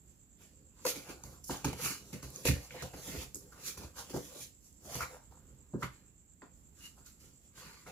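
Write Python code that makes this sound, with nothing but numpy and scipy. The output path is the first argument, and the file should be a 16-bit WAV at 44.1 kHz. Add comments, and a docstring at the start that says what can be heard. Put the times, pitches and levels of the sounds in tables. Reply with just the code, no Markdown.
"""Two cats paw, rub and bump a cardboard box: fur and claws drag over the paper face as showers of tiny snaps,
coloured by the paper, its ribs and the rattling walls. Blows ring the walls and the hollow box, claw tips tick
and a sliding flap edge squeaks. Echoes of the tiled room follow as dying noise. Behind it, throbbing noise makes
insects trill outside and shaped noise makes a low rumble. Two microphone ports a few cm apart hear it in stereo."""
import sys
import numpy as np
from scipy import signal
from scipy.fft import rfft, irfft, next_fast_len
from scipy.io import wavfile

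SR = 44100
rng = np.random.default_rng(int(sys.argv[2]) if len(sys.argv) > 2 else 0)


def transcribe(u):
    """Save the signal u as a 16-bit wav file named by the first command-line argument.

    u: samples, shape (n,) or (channels, n), limited to [-1, 1]; the rate is SR.
    q: integer samples, one column per channel.
    """
    v = np.clip(np.atleast_2d(u).T, -1, 1)
    q = np.round(v * 32767).astype(np.int16)
    wavfile.write(sys.argv[1], SR, q)


N = 348831
T = np.arange(N) / SR   # time of every sample, s
PORTS = np.array([[1], [-1]])   # opposite signs for the left and right port

# paws and flaps hitting the box: start_s, slap_level_db [dB], slap_centre_hz [Hz], thump_level_db [dB],
# thump_centre_hz [Hz], scuff_peak_db [dB], scuff_t60_s [s to fall by 60 dB]
BLOW_EVENTS = [(0.417, -59, 1590, -58, 134, -68, 0.12), (0.85, -24, 1030, -33, 511, -41, 0.1),
               (0.864, -24.5, 690, -39.5, 528, -24, 0.11), (0.957, -42, 781, -42, 290, -40.5, 0.24),
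               (1.09, -55, 1400, -42.5, 404, -48, 0.14), (1.236, -39.5, 880, -45, 70.0, -63, 0.076),
               (1.494, -22, 870, -31, 290, -47, 0.11), (1.645, -20.5, 910, -30, 275, -28, 0.089),
               (1.652, -38, 756, -27, 139, -50, 0.1), (1.729, -27, 780, -41, 126, -33, 0.055),
               (1.822, -43, 1330, -39.5, 143, -42, 0.075), (2.129, -40, 750, -35, 175, -44, 0.077),
               (2.228, -42.5, 1060, -41, 75.4, -63, 0.1), (2.452, -34, 2100, -27, 610, -24, 0.14),
               (2.484, -22.5, 1850, -18.5, 123, -47, 0.071), (2.512, -31, 1890, -26, 81.5, -54, 0.078),
               (2.707, -29.5, 2430, -52, 145, -55, 0.11), (2.745, -37, 706, -43, 519, -63, 0.1),
               (2.823, -36.5, 1200, -35, 126, -43, 0.12), (2.937, -40, 751, -42.5, 151, -50, 0.1),
               (3.075, -40, 756, -41.5, 282, -43, 0.15), (3.162, -43, 705, -36.5, 79, -51, 0.15),
               (3.356, -54, 1190, -46.5, 407, -61, 0.062), (3.522, -46.5, 1400, -64, 75.4, -60, 0.1),
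               (3.774, -39.5, 1040, -40.5, 79.4, -45, 0.1), (3.834, -36, 860, -41.5, 70.0, -53, 0.092),
               (4.096, -40, 832, -44.5, 344, -41, 0.14), (4.138, -47, 1010, -34.5, 364, -49, 0.11),
               (4.16, -25.5, 746, -33, 363, -49, 0.1), (4.351, -55, 2500, -45.5, 568, -53, 0.13),
               (4.851, -49, 972, -53, 143, -53, 0.14), (4.952, -31, 890, -36, 127, -35, 0.11),
               (4.985, -31, 703, -53, 129, -42, 0.1), (5.006, -31, 1480, -41.5, 69.6, -39, 0.11),
               (5.31, -59, 880, -67, 61.9, -65, 0.1), (5.32, -43, 800, -68, 127, -66, 0.1),
               (5.371, -47.5, 870, -76, 72.7, -70, 0.1), (5.736, -39, 760, -26, 212, -71, 0.1),
               (5.824, -28, 1280, -33, 152, -51, 0.1), (6.419, -40, 1900, -50.5, 283, -72, 0.085),
               (7.862, -44.5, 1330, -52, 150, -60, 0.1)]
# small bending modes of the walls: pitch_hz [Hz], width_hz [Hz], level_db [dB]
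WALL_MODES = [(493.5, 52, 6), (576, 86, 1), (626.5, 90, 1), (709, 76, -1), (787, 165, 0), (923, 68, -0.5),
              (1025, 70, -1), (1186, 110, 1), (1321, 90, 4.5), (1439, 52, 3), (1551, 95, 4),
              (1680, 260, -1.5)]
# ribs of the paper face: pitch_hz [Hz], width_hz [Hz], level_db [dB]
RIB_MODES = [(1752, 230, 4.5), (2104, 230, 4), (2345, 236, 1.5), (2646, 248, 1), (2914, 260, 0),
             (3420, 640, 3), (3920, 500, 6.5), (4520, 630, 11)]


def amp(db):
    """Turn decibels into a gain."""
    return 10 ** (np.asarray(db) / 20)


def rms_one(x):
    """Scale a sound so that its average strength (rms) is 1."""
    return x / np.sqrt(np.mean(x ** 2) + 1e-20)


def at_hz(points, hz):
    """Read a table between its points, with pitch on a log axis as the ear hears it."""
    points = np.array(points)
    return np.interp(np.log(hz), np.log(np.maximum(points[:, 0], 1)), points[:, 1])


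def drift(rate):
    """Slow random wander around 0: straight lines between chance values, `rate` of them per second."""
    knots = rng.standard_normal(int(N / SR * 100) + 2)
    return np.interp(T * np.clip(rate, .1, 99), np.arange(len(knots)), knots) * 0.78


def grains(per_s, spread_db):
    """Random fibre snaps: single-sample clicks of uneven size and either sign; rms 1."""
    sizes = amp(spread_db * np.minimum(rng.exponential(1, N), 4)) * rng.choice([-1, 1], N)
    happens = rng.random(N) < per_s / SR
    return rms_one(sizes * happens + 1e-9)


def resonances(x, table):
    """Side-by-side resonances (pitch in Hz, width in Hz, level in dB), added with alternating signs."""
    out = 0
    for k, (hz, width, db) in enumerate(table):
        r = np.exp(-np.pi * max(width, 5) / SR)   # a wide resonance loses energy fast
        b = (1 - r * r) / 2 * np.array([1, 0, -1])
        a = [1, -2 * r * np.cos(2 * np.pi * hz / SR), r * r]
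        out = out + (-1) ** k * amp(db) * signal.lfilter(b, a, x)
    return out


def ring(clicks, hz, t60):
    """A click of height 1 sets a sine of height 1 ringing, which falls 60 dB in t60 seconds."""
    r = amp(-60 / (max(t60, .002) * SR))
    w = 2 * np.pi * hz / SR
    return signal.lfilter([0, np.sin(w)], [1, -2 * r * np.cos(w), r * r], clicks + 1e-18)


def shaped(x, spectrum):
    """Colour a noise by a table of pitch in Hz and level in dB; rms 1."""
    size = next_fast_len(N)
    hz = np.maximum(np.arange(size // 2 + 1) * SR / size, 1)
    coloured = rfft(x, size) * amp(at_hz(spectrum, hz))
    return rms_one(irfft(coloured, size)[..., :N])


def bursts(levels_db, t60s):
    """Loudness curve that jumps up at each blow and dies away as friction ends."""
    env = np.zeros(N)
    for row, db, t60 in zip(BLOW_EVENTS, levels_db, t60s):
        i = round(row[0] * SR)
        t = T[:min(N - i, SR // 2)]
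        rise = np.minimum(t / 0.00099, 1)   # about 1 ms
        env[i:i + len(t)] += amp(db - 60 * t / max(t60, .01)) * rise
    return env


def pair(source, likeness):
    """Two ports hear partly unrelated versions of a source: a shared part plus one of opposite signs."""
    c = np.clip(likeness, 0, 1)
    shared = np.sqrt(1 + c) * source()
    opposed = np.sqrt(1 - c) * source() * PORTS
    return (shared + opposed) / np.sqrt(1 + c)


def nearness(hz, centre, reach_oct):
    """A mode answers less the further it lies from the colour of the touched spot: 10 dB per reach."""
    return amp(-10 * np.abs(np.log2(hz / centre)) / reach_oct)


def rubbed(modes, per_s, centre, reach_oct, patchy_db):
    """Snaps shake each mode in turn as the contact wanders; the overall level is evened out."""
    snaps = grains(per_s, 3.2)
    out, power = 0, 0
    for k, (hz, width, db) in enumerate(modes):
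        share = nearness(hz, centre, reach_oct) * amp(db + patchy_db * drift(14))
        sprung = resonances(snaps, [(hz, 4 * width, 0)])   # a wider stage steepens the skirts
        out = out + (-1) ** k * share * rms_one(resonances(sprung, [(hz, width, 0)]))
        power = power + share ** 2
    return out / np.sqrt(power)


def room_tone():
    """Low rumble and hiss: shaped noise that wavers gently, alike in both ports only in the bass."""
    # background noise colour: pitch_hz [Hz], level_db [dB per Hz, relative]
    air_colour = [(20, -10), (40, -5.5), (60, 2.5), (85, -2.5), (130, -7.5), (200, -8.5), (300, -14),
                  (470, -25), (800, -28.5), (4000, -37), (8000, -45), (9000, -62), (10500, -33),
                  (15800, -34.5)]
    # how alike the ports are: pitch_hz [Hz], likeness [1 = same, 0 = unrelated]
    air_likeness = [(60, 0.9), (240, 0.91), (950, -0.02), (3770, -0.038), (15000, -0.076)]
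    # balance of the ports: pitch_hz [Hz], left_minus_right_db [dB]
    air_balance = [(60, -6), (240, -6), (950, -3), (3770, -1.5), (15000, -1.5)]
    mean_level_db = -63
    size = next_fast_len(N)
    hz = np.maximum(np.arange(size // 2 + 1) * SR / size, 1)
    mid, side = rfft(rng.standard_normal((2, size)))
    c = np.clip(at_hz(air_likeness, hz), -1, 1)
    lean_db = at_hz(air_balance, hz) / 2
    both = np.sqrt(1 + c) * mid + np.sqrt(1 - c) * side * PORTS
    both = both * amp(at_hz(air_colour, hz) + lean_db * PORTS)
    return amp(mean_level_db + 1.8 * drift(5)) * rms_one(irfft(both, size)[:, :N])


def insects():
    """Insect wings outside: high noise beats in quick pulses, about six to each slower throb."""
    # colour of the wings: pitch_hz [Hz], level_db [dB per Hz, relative]
    wing_colour = [(5700, -30), (6200, -17), (6800, -12), (7150, -4), (7480, 0), (7750, -4), (7950, -11),
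                   (8300, -30), (9000, -50)]
    trill_db, left_minus_right_db = -67.5, -5   # level before the throb and pulses
    throb_hz, throb_top_s, pulse_hz = 8.53, 3.851, 50.8
    throb = amp(3.3 * np.cos(2 * np.pi * throb_hz * (T - throb_top_s)))
    pulses = amp(1.8 * np.cos(2 * np.pi * pulse_hz * T + drift(2)))   # the beat wanders a little
    wings = shaped(rng.standard_normal((2, N)), wing_colour)
    return amp(trill_db) * amp(left_minus_right_db / 2 * PORTS) * throb * pulses * wings


def room(x):
    """Echoes of the tiled walls: a dying noise tail of its own for each port, with a decay per pitch band."""
    # room decay: band_hz [Hz], t60_s [s to fall by 60 dB]
    room_decay = [(150, 0.16), (600, 0.2), (2500, 0.24), (9000, 0.17)]
    t, tail = T[:SR // 2], 0
    for hz, t60 in room_decay:
        band = signal.butter(2, [hz / 1.31, hz * 2.2], "band", fs=SR, output="sos")
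        noise = signal.sosfilt(band, rng.standard_normal((2, len(t))))
        tail = tail + noise * amp(-60 * t / t60)
    tail = tail * np.clip(t / 0.003 - .4, 0, 1)   # the first walls answer after a few ms
    tail = tail / np.sqrt(np.sum(tail ** 2) / 2)
    return signal.fftconvolve(x, tail, axes=1)[:, :N]


def squeaks():
    """A flap edge sings as it slides: noise twice through a narrow resonance, swelling and fading."""
    # squeaks: peak_s [s], level_db [dB], pitch_hz [Hz], length_s [s]
    flap_squeaks = [(6.85, -55, 2830, 0.07), (4.9, -56, 620, 0.08)]
    out = np.zeros(N)
    for s, db, hz, length in flap_squeaks:
        narrow = [(hz, 170, 0)]
        tone = resonances(resonances(rng.standard_normal(N), narrow), narrow)
        out += amp(db) * rms_one(tone) * np.exp(-(2 * (T - s) / length) ** 2)
    return out


def ticks():
    """Each claw tip that catches gives a few ms of noise, coloured around its pitch."""
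    # claw tips catching: start_s [s], peak_db [dB], pitch_hz [Hz]
    claw_catches = [(0.8508, -38, 2100), (1.2373, -34, 6400), (1.4406, -44, 6200), (1.4514, -47, 7160),
                    (1.4621, -44, 11000), (1.4724, -40, 11800), (1.484, -35, 11400), (1.5714, -35, 6600),
                    (1.6447, -36, 2340), (2.228, -40, 6700), (2.304, -39, 11400), (2.3605, -30, 6600),
                    (2.437, -43, 7100), (2.453, -33, 6800), (2.822, -38, 7060), (3.346, -29, 6760),
                    (3.356, -33, 7940), (3.3674, -45, 7900), (4.7282, -48.5, 7500), (4.9457, -29, 6000),
                    (5.8336, -30.5, 2150), (7.062, -43, 7190)]
    out, t = np.zeros(N), T[:600]
    for (s, db, hz), noise in zip(claw_catches, rng.standard_normal((len(claw_catches), 600))):
        noise[0] = 6.2   # each catch starts with one hard sample, a sharp edge
        click = resonances(noise * amp(-60 * t / 0.0076), [(hz, 0.052 * hz, 0)])
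        i = round(s * SR)
        out[i:i + 600] += amp(db) * click / np.abs(click).max()
    return out


def slaps():
    """The sharp edge of each blow rings the small wall modes and ribs near the struck spot's colour."""
    share_db = -6.5   # part of a blow that one mode takes up
    s, db, centre = np.transpose(BLOW_EVENTS)[:3]
    modes = WALL_MODES + RIB_MODES
    at = np.round(s * SR).astype(int)
    luck = rng.normal(0, 1, (len(BLOW_EVENTS), len(modes)))
    out = np.zeros(N)
    for k, (hz, width, mode_db) in enumerate(modes):
        clicks = np.zeros(N)
        strength = amp(db + mode_db + share_db + 2 * luck[:, k])
        clicks[at] = strength * nearness(hz, centre, 0.36) * (-1) ** k
        out += ring(clicks, hz, np.log(1000) / (np.pi * width))   # a wide mode dies sooner
    dull = signal.butter(3, 2600, fs=SR, output="sos")   # cardboard gives, so the edge is dull
    return signal.sosfilt(dull, out)


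def box(rumble_db, reach_oct, soft_hz):
    """Blows ring the hollow box's modes near the struck spot; dragging shakes them all with coarse grains."""
    # air and large panels of the box: pitch_hz [Hz], level_db [dB], t60_s [s to fall by 60 dB after a blow]
    box_modes = [(59.2, 1.5, 0.36), (77.6, 3.5, 0.21), (98.5, -1.5, 0.2), (126.7, 2.5, 0.26),
                 (169.6, 0.5, 0.19), (183.5, -5, 0.16), (207.7, 2, 0.15), (236, -3, 0.15), (256, 0.5, 0.14),
                 (286.5, 0, 0.21), (338, 4.5, 0.12), (369.6, 1.5, 0.13), (404, 0, 0.18), (450, -3.5, 0.11),
                 (503, -4.5, 0.14), (565, -8, 0.18)]
    share_db = -6   # part of a blow that one mode takes up
    s, db, centre = np.transpose(BLOW_EVENTS)[[0, 3, 4]]
    at = np.round(s * SR).astype(int)
    luck = rng.normal(0, 1, (len(BLOW_EVENTS), len(box_modes)))
    thumps, rumble, shake = np.zeros(N), np.zeros(N), grains(250, 2.73)
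    for k, (hz, mode_db, t60) in enumerate(box_modes):
        clicks = np.zeros(N)
        strength = amp(db + mode_db + share_db + 2 * luck[:, k])
        clicks[at] = strength * nearness(hz, centre, reach_oct) * (-1) ** k
        thumps += ring(clicks, hz, t60)
        rumble += amp(mode_db) * ring(shake, hz, 0.44 * t60) * (-1) ** k   # dragging rings shorter
    pad = np.exp(-2 * np.pi * soft_hz / SR)   # paw pads soften the contact
    soft_thumps = signal.lfilter([1 - pad], [1, -pad], thumps)
    return soft_thumps + amp(rumble_db) * rms_one(rumble)


def strokes():
    """All strokes' power adds up: curves of hiss, rasp, rattle and rumble in dB, and of rattle centre in Hz."""
    # strokes of paw, fur or flap; swell and fade are the times for a 20 dB change:
    # peak_s [s], swell_s [s], fade_s [s], fur_hiss_db [dB], claw_rasp_db [dB], wall_rattle_db [dB],
    # rattle_centre_hz [Hz], box_rumble_db [dB]
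    stroke_events = [ (.104, 0.092, 0.22, -75, -84, -97, 530, -77),
                     (.424, 0.054, 0.15, -64, -68, -69, 664, -65.5),
                     (.6, 0.21, 0.17, -80, -84, -79.5, 520, -65.5),
                     (.828, 0.11, 0.025, -66, -68.5, -66.5, 1050, -62),
                     (0.852, 0.0024, 0.067, -43, -48, -32.5, 534, -62),
                     (0.89, 0.04, 0.061, -35.5, -42, -42.5, 550, -58.5),
                     (.96, 0.058, 0.17, -53.5, -57, -51.5, 550, -55),
                     (1.111, .08, .06, -53, -55.5, -49.5, 855, -49.5),
                     (1.17, .05, .1, -74, -74, -63, 620, -55),
                     (1.238, .005, 0.18, -57, -65.5, -58.5, 637, -52.5),
                     (1.35, 0.42, .08, -64.5, -72, -65.5, 1010, -60),
                     (1.443, .003, 0.028, -48.5, -73, -88, 670, -72),
                     (1.49, 0.049, .015, -46.5, -66.5, -76, 743, -73),
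                     (1.509, 0.017, 0.13, -43.5, -48.5, -44, 730, -45),
                     (1.647, 0.0031, 0.049, -40.5, -46.5, -34.5, 770, -51),
                     (1.684, 0.057, .1, -51, -50, -52, 774, -38.5),
                     (1.8, 0.032, 0.12, -59, -53, -53, 600, -55),
                     (1.861, .087, 0.11, -36.5, -43, -45, 1120, -49),
                     (1.907, 0.052, 0.088, -42, -46, -52, 1100, -44),
                     (2.116, 0.28, 0.043, -61, -71, -66, 587, -58.5),
                     (2.132, 0.0078, .1, -51, -54, -49.5, 500, -51),
                     (2.229, 0.0065, 0.16, -52, -57, -55.5, 670, -49),
                     (2.369, 0.089, 0.28, -53, -62, -57.5, 590, -52.5),
                     (2.454, .006, 0.061, -41, -49, -36.5, 610, -39),
                     (2.477, 0.028, .07, -33, -33.5, -37, 580, -49),
                     (2.56, 0.075, 0.15, -59, -60, -51, 523, -55),
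                     (2.65, 0.23, .09, -57, -61.5, -62.5, 800, -70),
                     (2.72, 0.031, 0.27, -59.5, -57.5, -59, 575, -67),
                     (2.766, .06, .1, -60, -60, -48.5, 556, -70), (2.818, .1, .02, -59, -50, -64, 630, -58),
                     (2.824, .005, 0.083, -47, -51, -41, 560, -52),
                     (2.938, 0.0086, 0.1, -64, -61, -49.5, 686, -45.5),
                     (3.0, 0.12, 0.15, -55, -61, -58, 700, -61),
                     (3.078, 0.1, 0.23, -48.5, -56.5, -55, 696, -58),
                     (3.17, 0.13, 0.11, -63, -54, -52.5, 560, -45),
                     (3.234, 0.25, 0.046, -49, -52.5, -58.5, 1000, -49),
                     (3.346, .002, .1, -49, -78, -64, 467, -57),
                     (3.43, .06, 0.23, -66.5, -75, -64.5, 553, -59),
                     (3.523, .015, .2, -66, -75, -61.5, 1260, -63),
                     (3.6, 0.094, 0.12, -64, -67, -62, 697, -56.5),
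                     (3.681, 0.067, 0.072, -39.5, -46.5, -54.5, 1270, -55),
                     (3.775, .006, 0.13, -52, -59.5, -60, 970, -50),
                     (3.847, 0.12, 0.083, -59, -61.5, -55.5, 650, -53.5),
                     (3.969, .02, .1, -55, -60, -58, 905, -68),
                     (3.993, 0.044, 0.086, -47, -53, -49, 870, -58),
                     (4.12, 0.17, 0.056, -61, -66, -61.5, 620, -61),
                     (4.143, 0.0048, 0.052, -52, -62, -43, 488, -37.5),
                     (4.172, 0.066, .09, -50, -58, -44, 485, -53),
                     (4.26, 0.16, 0.23, -54.5, -63, -69, 498, -58),
                     (4.37, 0.17, .1, -62, -64, -55.5, 570, -68),
                     (4.432, .12, 0.073, -48, -56.5, -71, 557, -59),
                     (4.66, 0.083, 0.18, -64, -78, -77, 549, -77),
                     (4.856, 0.053, 0.25, -57, -76, -67, 850, -55.5),
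                     (4.95, 0.099, 0.17, -46, -51.5, -48.5, 640, -57.5),
                     (5.008, 0.0052, 0.048, -58, -48, -36.5, 1130, -53),
                     (5.028, 0.044, 0.049, -48, -44.5, -42, 1150, -46),
                     (5.148, .2, 0.091, -62, -67.5, -54, 730, -63),
                     (5.312, 0.0091, 0.18, -76, -85, -66.5, 810, -67),
                     (5.5, 0.31, 0.63, -80, -83, -75, 800, -67),
                     (5.737, .004, 0.1, -80, -85, -48, 478, -66),
                     (5.82, 0.035, .02, -57, -65, -50, 495, -60.5),
                     (5.83, 0.0054, 0.062, -50, -44.5, -39.5, 1150, -45.5),
                     (5.93, .05, 0.24, -72, -71.5, -80, 1250, -62.5),
                     (6.421, 0.0048, .085, -88, -65.5, -54, 702, -66),
                     (6.58, 0.078, 0.17, -74.5, -91, -81.5, 562, -71.5),
                     (6.79, .025, 0.3, -64.5, -82, -74, 1210, -74),
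                     (6.86, 0.095, 0.067, -54.5, -60, -68, 1450, -70),
                     (6.99, 0.053, .1, -69, -76, -67.5, 854, -68),
                     (7.069, 0.026, 0.093, -57.5, -64, -70, 1370, -70),
                     (7.21, .02, 0.17, -64, -70.5, -80, 646, -75),
                     (7.256, 0.11, 0.17, -65.5, -73.5, -73.5, 900, -62),
                     (7.458, 0.13, 0.077, -70.5, -78, -78, 620, -74),
                     (7.58, 0.04, .4, -57, -60, -61, 1060, -61),
                     (7.672, .12, 0.13, -66, -60, -58.5, 1000, -62.5),
                     (7.766, 0.18, .1, -74, -65, -69, 1350, -66),
                     (7.873, 0.017, 0.22, -59, -59, -52.5, 695, -57.5)]
    # a cat shifting its weight: hiss_db, rasp_db, rattle_db, rumble_db [all dB]
    rest_db = [-96, -98, -97, -77]
    rest_hz = 550   # rattle centre at rest
    linger_db, linger_slower = -18, 2.56   # a stroke trails off this far down, this many times slower
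    swell_round, fade_round = 1.24, 1   # above 1 the peak is rounded and the flanks steepen
    power = amp(rest_db)[:, None] ** 2 * np.ones(N // 32 + 1)
    t = T[::32]   # a coarse time grid is enough for slow curves
    octaves = power[2] * np.log2(rest_hz)   # rattle pitch, weighted by rattle power
    for s, swell, fade, hiss_db, rasp_db, rattle_db, hz, rumble_db in stroke_events:
        before = np.maximum(s - t, 0) / max(swell, .002)
        after = np.maximum(t - s, 0) / max(fade, .002)
        falling = np.maximum(amp(-20 * after ** fade_round), amp(linger_db - 20 * after / linger_slower))
        shape = amp(-20 * before ** swell_round) * falling
        own = (amp([hiss_db, rasp_db, rattle_db, rumble_db])[:, None] * shape) ** 2
        power = power + own
        octaves = octaves + own[2] * np.log2(hz)
    curves = (*10 * np.log10(power), 2 ** (octaves / power[2]))
    return [np.interp(T, t, curve) for curve in curves]


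def fur():
    """Hair on paper: dense hiss, sparse crackle and passing colours; rms 1."""
    # colour of the hiss: pitch_hz [Hz], level_db [dB per Hz, relative]
    hiss_colour = [(2350, -33), (4000, -21.5), (4460, -9.5), (5390, -2.5), (5880, -3), (7110, 2.5),
                   (8020, -8), (10400, -2.5), (13800, -9.5), (15800, -3)]
    # fleeting colours of the paper skin: pitch_hz [Hz], width_hz [Hz], level_db [dB]
    skin_modes = [(5080, 380, -3.5), (5864, 340, 3.5), (6363, 160, 4), (7090, 880, 2.5), (9910, 1200, -4),
                  (11370, 780, 5.5), (13300, 670, 0.5)]
    crackle = amp(-14.5) * grains(200, 4.2)
    hiss = shaped(grains(9000, 3.5) + crackle, hiss_colour)
    return rms_one(hiss + amp(-5) * rubbed(skin_modes, 6000, 8000, 3.0, patchy_db=7))


def rubbing(hiss_db, rasp_db, rasp_hz, rattle_db, rattle_hz):
    """Fibre snaps under fur and claws swell with each stroke; hiss and rasp also burst at each blow."""
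    scuff_crest_db = 15   # scuff peaks stand this far above their rms
    scuff_db, t60 = np.transpose(BLOW_EVENTS)[5:]
    uneven = amp(0.79 * drift(60))
    hiss = pair(fur, 0.044) * amp([[-2.2], [1.5]])
    rasp = pair(lambda: rubbed(RIB_MODES, 4000, rasp_hz, 0.87, patchy_db=6.0), 0.17) * amp(-.6 * PORTS)
    rattle = pair(lambda: rubbed(WALL_MODES, 1200, rattle_hz, 1.0, patchy_db=4.0), 0.75) * amp(.2 * PORTS)
    scuffs = bursts(scuff_db - scuff_crest_db, t60)
    fur_part = hiss * (amp(hiss_db) + scuffs)
    claw_part = rasp * (amp(rasp_db) + 0.7 * scuffs)
    return uneven * (fur_part + claw_part + rattle * amp(rattle_db))


def scene():
    """Cats at the box, with room echoes, insects and room tone, for the left and right port."""
    hiss_db, rasp_db, rattle_db, rumble_db, rattle_hz = strokes()
    # the rasp brightens as the fur hiss outweighs it: 0.05 octave per dB around 2460 Hz
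    rasp_hz = 2460 * 2 ** (0.05 * np.clip(hiss_db - rasp_db, -12, 9))
    body = box(rumble_db, reach_oct=1.0, soft_hz=910) * amp(-.9 * PORTS)
    rubs = rubbing(hiss_db, rasp_db, rasp_hz, rattle_db, rattle_hz)
    cats = body + slaps() + squeaks() + rubs + ticks() * amp(-1.5 * PORTS)
    cats[1] = np.roll(cats[1], 4)   # right port 4 samples later: the box is nearer the left port
    return cats + amp(-9) * room(cats) + insects() + room_tone()


def record(dry):
    """Small ports lose the deep bass below 30 Hz, then the top above about 16 kHz is cut."""
    low_cut = signal.sosfilt(signal.butter(2, 30, "high", fs=SR, output="sos"), dry)
    top_cut = signal.cheby2(14, 70, 15800 * 1.03, fs=SR, output="sos")
    return signal.sosfilt(top_cut, low_cut)


dry = scene()
out = record(dry)
transcribe(out)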